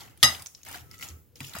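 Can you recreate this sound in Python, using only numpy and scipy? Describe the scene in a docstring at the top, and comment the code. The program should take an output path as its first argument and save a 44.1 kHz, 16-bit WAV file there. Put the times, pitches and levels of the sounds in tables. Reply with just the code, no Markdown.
"""A metal spoon in thick wet batter and chopped vegetables, in a glass bowl on a wooden table.
The microphone is close above, in a small kitchen. Stirring opens with a squelch; at 0.23 s the
spoon strikes the glass once, hard, and the bowl rings and bumps the table. Soft strokes follow,
tearing wet films and popping air pockets. Around 1 s air gulps in under the lifting spoon;
near the end come more dull bumps and two faint ticks on the glass."""
import sys
import numpy as np
from scipy import signal
from scipy.fft import rfft, irfft
from scipy.io import wavfile

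SR = 44100
rng = np.random.default_rng(int(sys.argv[2]) if len(sys.argv) > 2 else 0)


def master_out(mix):
    """Clip the mix to full scale and print it as 16-bit PCM to the path in sys.argv[1]."""
    frames = np.transpose(np.atleast_2d(mix))
    ceiling = np.clip(frames, -1, 1)
    pcm = np.round(ceiling * 32767).astype(np.int16)
    wavfile.write(sys.argv[1], SR, pcm)


N = 70560
T = np.arange(N) / SR

# The kitchen's reverberation. Each row: frequency in Hz, t60 in seconds.
ROOM_DECAY = [(100, 0.28), (500, 0.45), (1500, 0.35), (4000, 0.32), (9000, 0.49), (16000, 1)]
# Noise at the microphone. Each row: frequency in Hz, left-right correlation.
CORRELATION = [(30, .7), (100, 0.0034), (250, 1), (600, 0), (3000, 0.9), (16000, 0)]
# Spectra of room hiss, bowl on wood, squashed and torn batter, the strike and its echo.
# Each row: frequency in Hz, relative density in dB.
HISS_SPECTRUM = [(30, 7), (300, 8.5), (700, 5), (2000, -0.5), (8000, -5.5), (16000, -1)]
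RUMBLE_SPECTRUM = [(20, -32.5), (45, -19), (80, -2), (130, -3.5), (180, -14.5), (300, -17), (500, -19.5),
                   (700, -35), (2000, -45), (16000, -75.5)]
SQUELCH_SPECTRUM = [(100, -13), (280, -4.5), (480, -13.5), (750, 0), (1000, -6), (1350, -1.5), (1650, -7),
                    (2050, -2), (3000, -12.5), (5000, -27), (16000, -44)]
CRACKLE_SPECTRUM = [(200, -25), (1500, -22), (2800, 1.5), (4200, -2.5), (6500, -0.5), (7500, -1.5),
                    (8200, -9.5), (11000, -4), (14000, -5), (16000, -5)]
CRACK_SPECTRUM = [(40, -27.5), (120, -9.5), (450, -10.5), (1200, -4.5), (2000, -6), (3500, 7.5),
                  (6000, 2.5), (8000, -2), (10000, 2.5), (16000, -10)]
ECHO_SPECTRUM = [(40, -19), (120, -3.5), (250, 1), (480, -7.5), (1000, -0.5), (2000, -2), (2400, -10),
                 (3300, 1.5), (5300, -10), (7800, -12), (10000, -13.5), (16000, -29)]
# The bowl sliding on the table. 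Each row: time in seconds, level in dB.
SLIDE_LEVELS = [(0, -52), (.09, -56.5), (.17, -60), (.4, -55), (.5, -67.5), (.56, -61.5), (.63, -65.5),
                (.7, -54), (.9, -55.5), (1.15, -52), (1.2, -58), (1.32, -62.5), (1.45, -50.5), (1.6, -65)]
# The bowl bumping it. Each row: start in seconds, level in dB, pitch in Hz, rise and t60 in seconds.
TABLE_BUMPS = [(0.232, -27.5, 134.3, 0.0015, 0.21), (0.235, -34.5, 82.5, 0.012, 0.45),
               (0.679, -46.5, 88.2, 0.0099, 0.3), (0.772, -49, 81.5, 0.017, 0.61),
               (0.79, -49, 127.6, 0.031, 0.54), (1.1, -28.5, 79.3, 0.037, 0.22),
               (1.406, -33.5, 251, 0.0022, 0.056), (1.406, -41.5, 97.5, 0.0037, 0.36),
               (1.408, -34.5, 137.6, 0.012, 0.27), (1.551, -27, 187, 0.0047, 0.032),
               (1.576, -28.5, 92, 0.032, 0.28)]
# Rubbed glass. Each row: start and length in seconds, level in dB, pitch in Hz.
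RUB_TONES = [(0.795, 0.445, -61, 1307), (1.307, 0.11, -61.5, 478)]
# Air drawn under the spoon. Each row: start in seconds, gain in dB.
GULPS = [(0.9135, -40.5), (0.9405, -37.5), (0.997, -37.5), (1.012, -31.5), (1.0257, -28), (1.033, -35.5)]
# Modes of the hollow under the spoon, and of the spoon itself.
# Each row: pitch in Hz, relative level in dB, t60 in seconds, left over right in dB.
HOLLOW_MODES = [(1374, -11, 0.03, 0.0065), (1973, -9.5, 0.059, 0.0068), (2164, -5.5, 0.028, 0)]
SPOON_MODES = [(1883, -12, 0.04, 0), (2960, -18, 0.01, 0.5), (3326, -13.5, 0.013, -1.5),
               (3487, -14, 0.025, 2), (4460, -20.5, 0.0081, -2)]
# Bursting air. Each row: start in seconds, tone gain in dB, pitch in Hz, snap gain in dB.
AIR_POCKETS = [(.006, -29, 4400, -39.5), (0.079, -41.5, 2700, -73), (.175, -38, 10100, -48),
               (0.349, -24, 3000, -51), (0.396, -35.5, 5360, -40.5), (0.4218, -27.5, 10300, -34.5),
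               (0.4608, -23.5, 5920, -35.5), (.469, -23, 6500, -42), (0.549, -27.5, 5170, -68),
               (0.6322, -34.5, 6200, -45), (0.65, -69.5, 5450, -39), (0.6661, -34.5, 2034, -55),
               (0.687, -29, 8300, -48), (0.7136, -40, 1260, -36.5), (0.7445, -28.5, 1530, -39),
               (0.7504, -32.5, 4010, -41), (0.913, -33, 4900, -44), (.981, -37, 6400, -60.5),
               (.989, -37, 8700, -43), (1.01, -37.5, 5300, -39), (1.026, -25, 2840, -54),
               (1.087, -28.5, 6450, -43), (1.357, -35.5, 5350, -54), (1.4047, -27.5, 2620, -33),
               (1.445, -26, 2750, -53), (1.495, -31.5, 6600, -53), (1.536, -28, 4000, -38),
               (1.5515, -29, 1380, -32.5), (1.563, -35, 1370, -53), (1.567, -32.5, 700, -54),
               (1.586, -58, 2280, -29.5), (1.59, -32, 6600, -45)]
# The stirring. Each row: time in seconds, relative levels of squelch and crackle in dB.
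STROKES = [(0, -48, -42.5), (.07, -55, -55.5), (.15, -65.5, -70), (0.199, -69, -57.5), (.3, -48, -38.5),
           (0.417, -51.5, -61), (0.52, -76.5, -66), (0.598, -66, -62), (0.643, -74, -65),
           (0.664, -51.5, -43), (0.688, -42.5, -43.5), (.755, -44, -43), (.81, -57.5, -52),
           (0.845, -64, -76), (0.889, -68, -69), (.94, -58, -48), (0.981, -78, -61.5), (1.028, -51, -36),
           (1.059, -50.5, -46), (1.103, -55.5, -48.5), (1.148, -63, -76), (1.231, -78.5, -103.5),
           (1.349, -98.5, -79), (1.359, -65, -53), (1.398, -71, -52.5), (1.409, -43.5, -52),
           (1.451, -58, -43), (1.519, -54.5, -48.5), (1.566, -42.5, -41.5), (1.6, -44, -58)]
# The glass bowl, one entry a mode: pitch in Hz, relative level in dB, left over right in dB.
BOWL_MODE_HZ = [620, 778, 1243, 1920, 1992, 2853, 3768, 3836, 4814, 4955, 5030, 6298, 7214, 7780, 8450,
                8720, 9280, 9720, 10410, 11400, 12170, 12590, 12940, 14170, 14930]
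BOWL_MODE_DB = [-35, -28, -22, -21, -16.5, -18.5, -22, -14.5, -25.5, -21.5, -10, -17.5, -32.5, -30.5, -35,
                -31, -30, -25, -24, -32.5, -36, -29, -34, -32.5, -34]
BOWL_MODE_PAN_DB = [2.5, -3, 2, 4, -3, -3, 4, 4.5, 3, 0.5, 0.5, -3.5, 0.5, 8, -2, -0.5, -2.5, -4, 1.5, 1,
                    -1, 3.5, -4, 0.5, 2.5]
# Spoon on glass; the first two contacts are heard as one strike.
# Each row: start in seconds, gains of crack, bowl and spoon in dB.
CONTACTS = [(.2289, -11.5, -14, -1), (.2322, -12.5, -0.5, -7), (1.405, -49, -39, -42),
            (1.563, -56, -33, -52)]


def amp(db):
    """Decibels to gain."""
    return 10 ** (np.asarray(db) / 20)


def unit(x):
    """Scales to rms 1."""
    return x / np.sqrt(np.mean(x ** 2) + 1e-20)


def decay(t60, t=T):
    """An envelope falling 60 dB in t60 seconds."""
    return np.exp(-np.log(1000) * t / t60)


def read(points, hz):
    """Reads a curve on a log-frequency axis."""
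    f, value = np.transpose(points)
    return np.interp(np.log(hz + 1), np.log(f + 1), value)


def pan(db):
    """Left and right gains, db apart."""
    return amp(np.array([[.5], [-.5]]) * db)


def add(mix, start, sound):
    """Mixes a sound in at start seconds."""
    part = mix[..., max(round(start * SR), 0):][..., :sound.shape[-1]]
    part += sound[..., :part.shape[-1]]


def colour(x, spectrum):
    """Minimum-phase filter with the given spectrum; result at rms 1."""
    log_gain = np.log(amp(read(spectrum, abs(np.fft.fftfreq(4096, 1 / SR)))))
    taps = np.fft.ifft(np.exp(np.conj(signal.hilbert(log_gain)))).real[:2048]
    return unit(signal.fftconvolve(x, taps)[:N])


def noise(spectrum):
    """Stereo noise, its two sides more alike in some bands than in others."""
    hz = np.fft.rfftfreq(N, 1 / SR)
    left, other = rfft(rng.standard_normal((2, N)))
    alike = np.clip(read(CORRELATION, hz), -1, 1)
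    right = alike * left + np.sqrt(1 - alike ** 2) * other
    return unit(irfft(np.array([left, right]) * amp(read(spectrum, hz)), N))


def flutter(steady, width_hz, size=N):
    """Random wavering of a tone's strength and phase on each side; steady (0-1) is the fixed part."""
    waver = rng.standard_normal((2, size)) + 1j * rng.standard_normal((2, size))
    waver = np.fft.ifft(waver / (1 + (np.fft.fftfreq(size, 1 / SR) / width_hz) ** 2))
    steady = np.clip(steady, 0, 1)
    return steady + np.sqrt(1 - steady ** 2) * waver / np.sqrt(np.mean(abs(waver) ** 2))


def ring(modes, blur_s=.025, lag_rad=1.26):
    """Dying tones that start clean, take on a shimmer, and reach the two sides out of step."""
    out, t = np.zeros((2, N)), T[:SR // 2]
    steady = .52 + .48 * np.exp(-t / blur_s)
    for k, (hz, db, t60, side_db) in enumerate(modes):
        phase = 2 * np.pi * hz * t + np.array([[.5], [-.5]]) * lag_rad * (-1) ** k
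        tone = (flutter(steady, width_hz=55, size=len(t)) * np.exp(1j * phase)).imag
        polarity = (-1) ** (k // 2)
        add(out, 0, tone * polarity * amp(db) * decay(t60, t) * pan(side_db))
    return out


def die_away(x):
    """Lets each band fade at the speed of the room."""
    hz, t, bands = signal.stft(x, SR, nperseg=256)
    fade = amp(-60 * t / read(ROOM_DECAY, hz)[:, None])
    return signal.istft(bands * fade, SR, nperseg=256)[1][:, :N]


def kitchen(x, build_s=0.012):
    """The small room's diffuse reverberation."""
    tail = die_away(rng.standard_normal((2, N))) * np.minimum(T / build_s, 1)
    return signal.fftconvolve(x, unit(tail) / np.sqrt(N), axes=1)[:, :N]


def rubbed_glass():
    """Sliding contact draws faint swelling tones from the bowl."""
    out = np.zeros((2, N))
    for start, length, db, hz in RUB_TONES:
        swell = np.sin(np.pi * np.clip((T - start) / length, 0, 1))
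        tone = (flutter(steady=0.62, width_hz=45) * np.exp(2j * np.pi * hz * T)).real
        out += amp(db) * swell * tone
    return out


def bowl_on_table():
    """The pushed bowl rubs and bumps on the wooden top."""
    out = noise(RUMBLE_SPECTRUM) * amp(np.interp(T, *np.transpose(SLIDE_LEVELS)))
    for start, db, hz, rise, t60 in TABLE_BUMPS:
        envelope = (1 - np.exp(-T / rise)) * decay(t60)
        add(out, start, amp(db) * np.sin(2 * np.pi * hz * T) * envelope)
    return out


def bowl_walls(x, wall_db, fade_s=0.0039, size=1024):
    """The glass throws quick reflections, different to each side and changing as the spoon moves."""
    echoes, window = np.zeros((2, N)), np.sqrt(np.hanning(size))
    for at in range(0, N, size // 2):
        piece = x[at:at + size] * window[:N - at]
        taps = unit(rng.standard_normal((2, size)) * np.exp(-T[:size] / fade_s)) / np.sqrt(size)
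        add(echoes, at / SR, signal.fftconvolve(piece[None], taps, axes=1))
    return (x + amp(wall_db) * echoes) / np.hypot(1, amp(wall_db)) * pan(db=0.6)


def sucking():
    """The lifting spoon lets air into the hollow beneath it, which rings at each gulp."""
    out, hollow = np.zeros((2, N)), ring(HOLLOW_MODES)
    for start, db in GULPS:
        add(out, start, amp(db) * hollow)
    return out


def pops(decay_cycles=1.5, glide=0.009, rise_s=0.0002, snap_s=0.0027):
    """An air pocket snaps open, sputters, and its cavity rings a few cycles, rising slightly in pitch."""
    out, t = np.zeros(N), T[:1024]
    low_cut = signal.butter(1, 1196, "highpass", fs=SR)
    for start, db, hz, snap_db in AIR_POCKETS:
        sputter, snap = rng.standard_normal((2, len(t))) * np.exp(-t / snap_s)
        snap = signal.lfilter(*low_cut, snap)
        age = t * hz / decay_cycles
        pitch = hz * (1 + glide * (np.minimum(age, 2) - .5))
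        envelope = np.exp(-age) * (1 - np.exp(-t / rise_s))
        cavity = np.sin(2 * np.pi * np.cumsum(pitch) / SR) * envelope
        drive = (t == 0) + 0.25 * sputter / np.linalg.norm(sputter)
        tone = signal.fftconvolve(drive, cavity)[:len(t)]
        add(out, start, amp(db) * tone / abs(tone).max() * 1.007 + amp(snap_db) * snap)
    return out


def tearing(per_s, spread_db):
    """Tiny wet films breaking at random, a few larger than the rest."""
    size = amp(spread_db * np.minimum(rng.exponential(1, N), 5))
    return size * rng.choice([-1, 1], N) * (rng.random(N) < per_s / SR)


def stirring():
    """Each stroke squashes the batter (squelch) and tears it from spoon and glass (crackle)."""
    times, squelch_db, crackle_db = np.transpose(STROKES)
    squelch = colour(tearing(per_s=8200, spread_db=2.5), SQUELCH_SPECTRUM)
    crackle = colour(tearing(per_s=5000, spread_db=4.5), CRACKLE_SPECTRUM)
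    squelch *= amp(np.interp(T, times, squelch_db) - 2.5)
    crackle *= amp(np.interp(T, times, crackle_db) - 2)
    return squelch + crackle


def clink(bowl_rise_s=0.00088, echo_rise_s=.004, echo_db=-16.5, room_db=-22):
    """Spoon hits glass: a crack, a short ring of the spoon, a longer one of the bowl, the room's echo."""
    glass, out = np.zeros((2, N)), np.zeros((2, N))
    t60 = .27 * (np.array(BOWL_MODE_HZ) / BOWL_MODE_HZ[0]) ** -.13  # higher modes die sooner
    bowl = ring(zip(BOWL_MODE_HZ, BOWL_MODE_DB, t60, BOWL_MODE_PAN_DB))
    bowl *= 1 - np.exp(-T / bowl_rise_s)
    spoon = ring(SPOON_MODES)
    for start, crack_db, bowl_db, spoon_db in CONTACTS:
        crack = noise(CRACK_SPECTRUM) * decay(t60=0.055)
        echo = die_away(noise(ECHO_SPECTRUM)) * amp(echo_db) * (1 - np.exp(-T / echo_rise_s))
        add(out, start, amp(crack_db) * (crack + echo) + amp(spoon_db) * spoon)
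        add(glass, start, amp(bowl_db) * bowl)
    return out + glass + amp(room_db) * kitchen(glass)


def scene(room_db=-8.5, hiss_db=-71.5):
    """Batter, glass and table close under the microphone, the kitchen's faint hiss behind them."""
    batter = bowl_walls(stirring(), wall_db=6) + bowl_walls(pops(), wall_db=3) + sucking()
    batter += amp(room_db) * kitchen(batter)
    return batter + clink() + bowl_on_table() + rubbed_glass() + amp(hiss_db) * noise(HISS_SPECTRUM)


def record(dry, edge_hz=16050):
    """The strike just overloads the microphone input; a low-pass then cuts the top of the treble."""
    low_pass = signal.firwin(301, edge_hz, window=("kaiser", 8), fs=SR)
    return signal.oaconvolve(np.clip(dry, -1, 1), low_pass[None], "same")


dry = scene()
out = record(dry)
master_out(out)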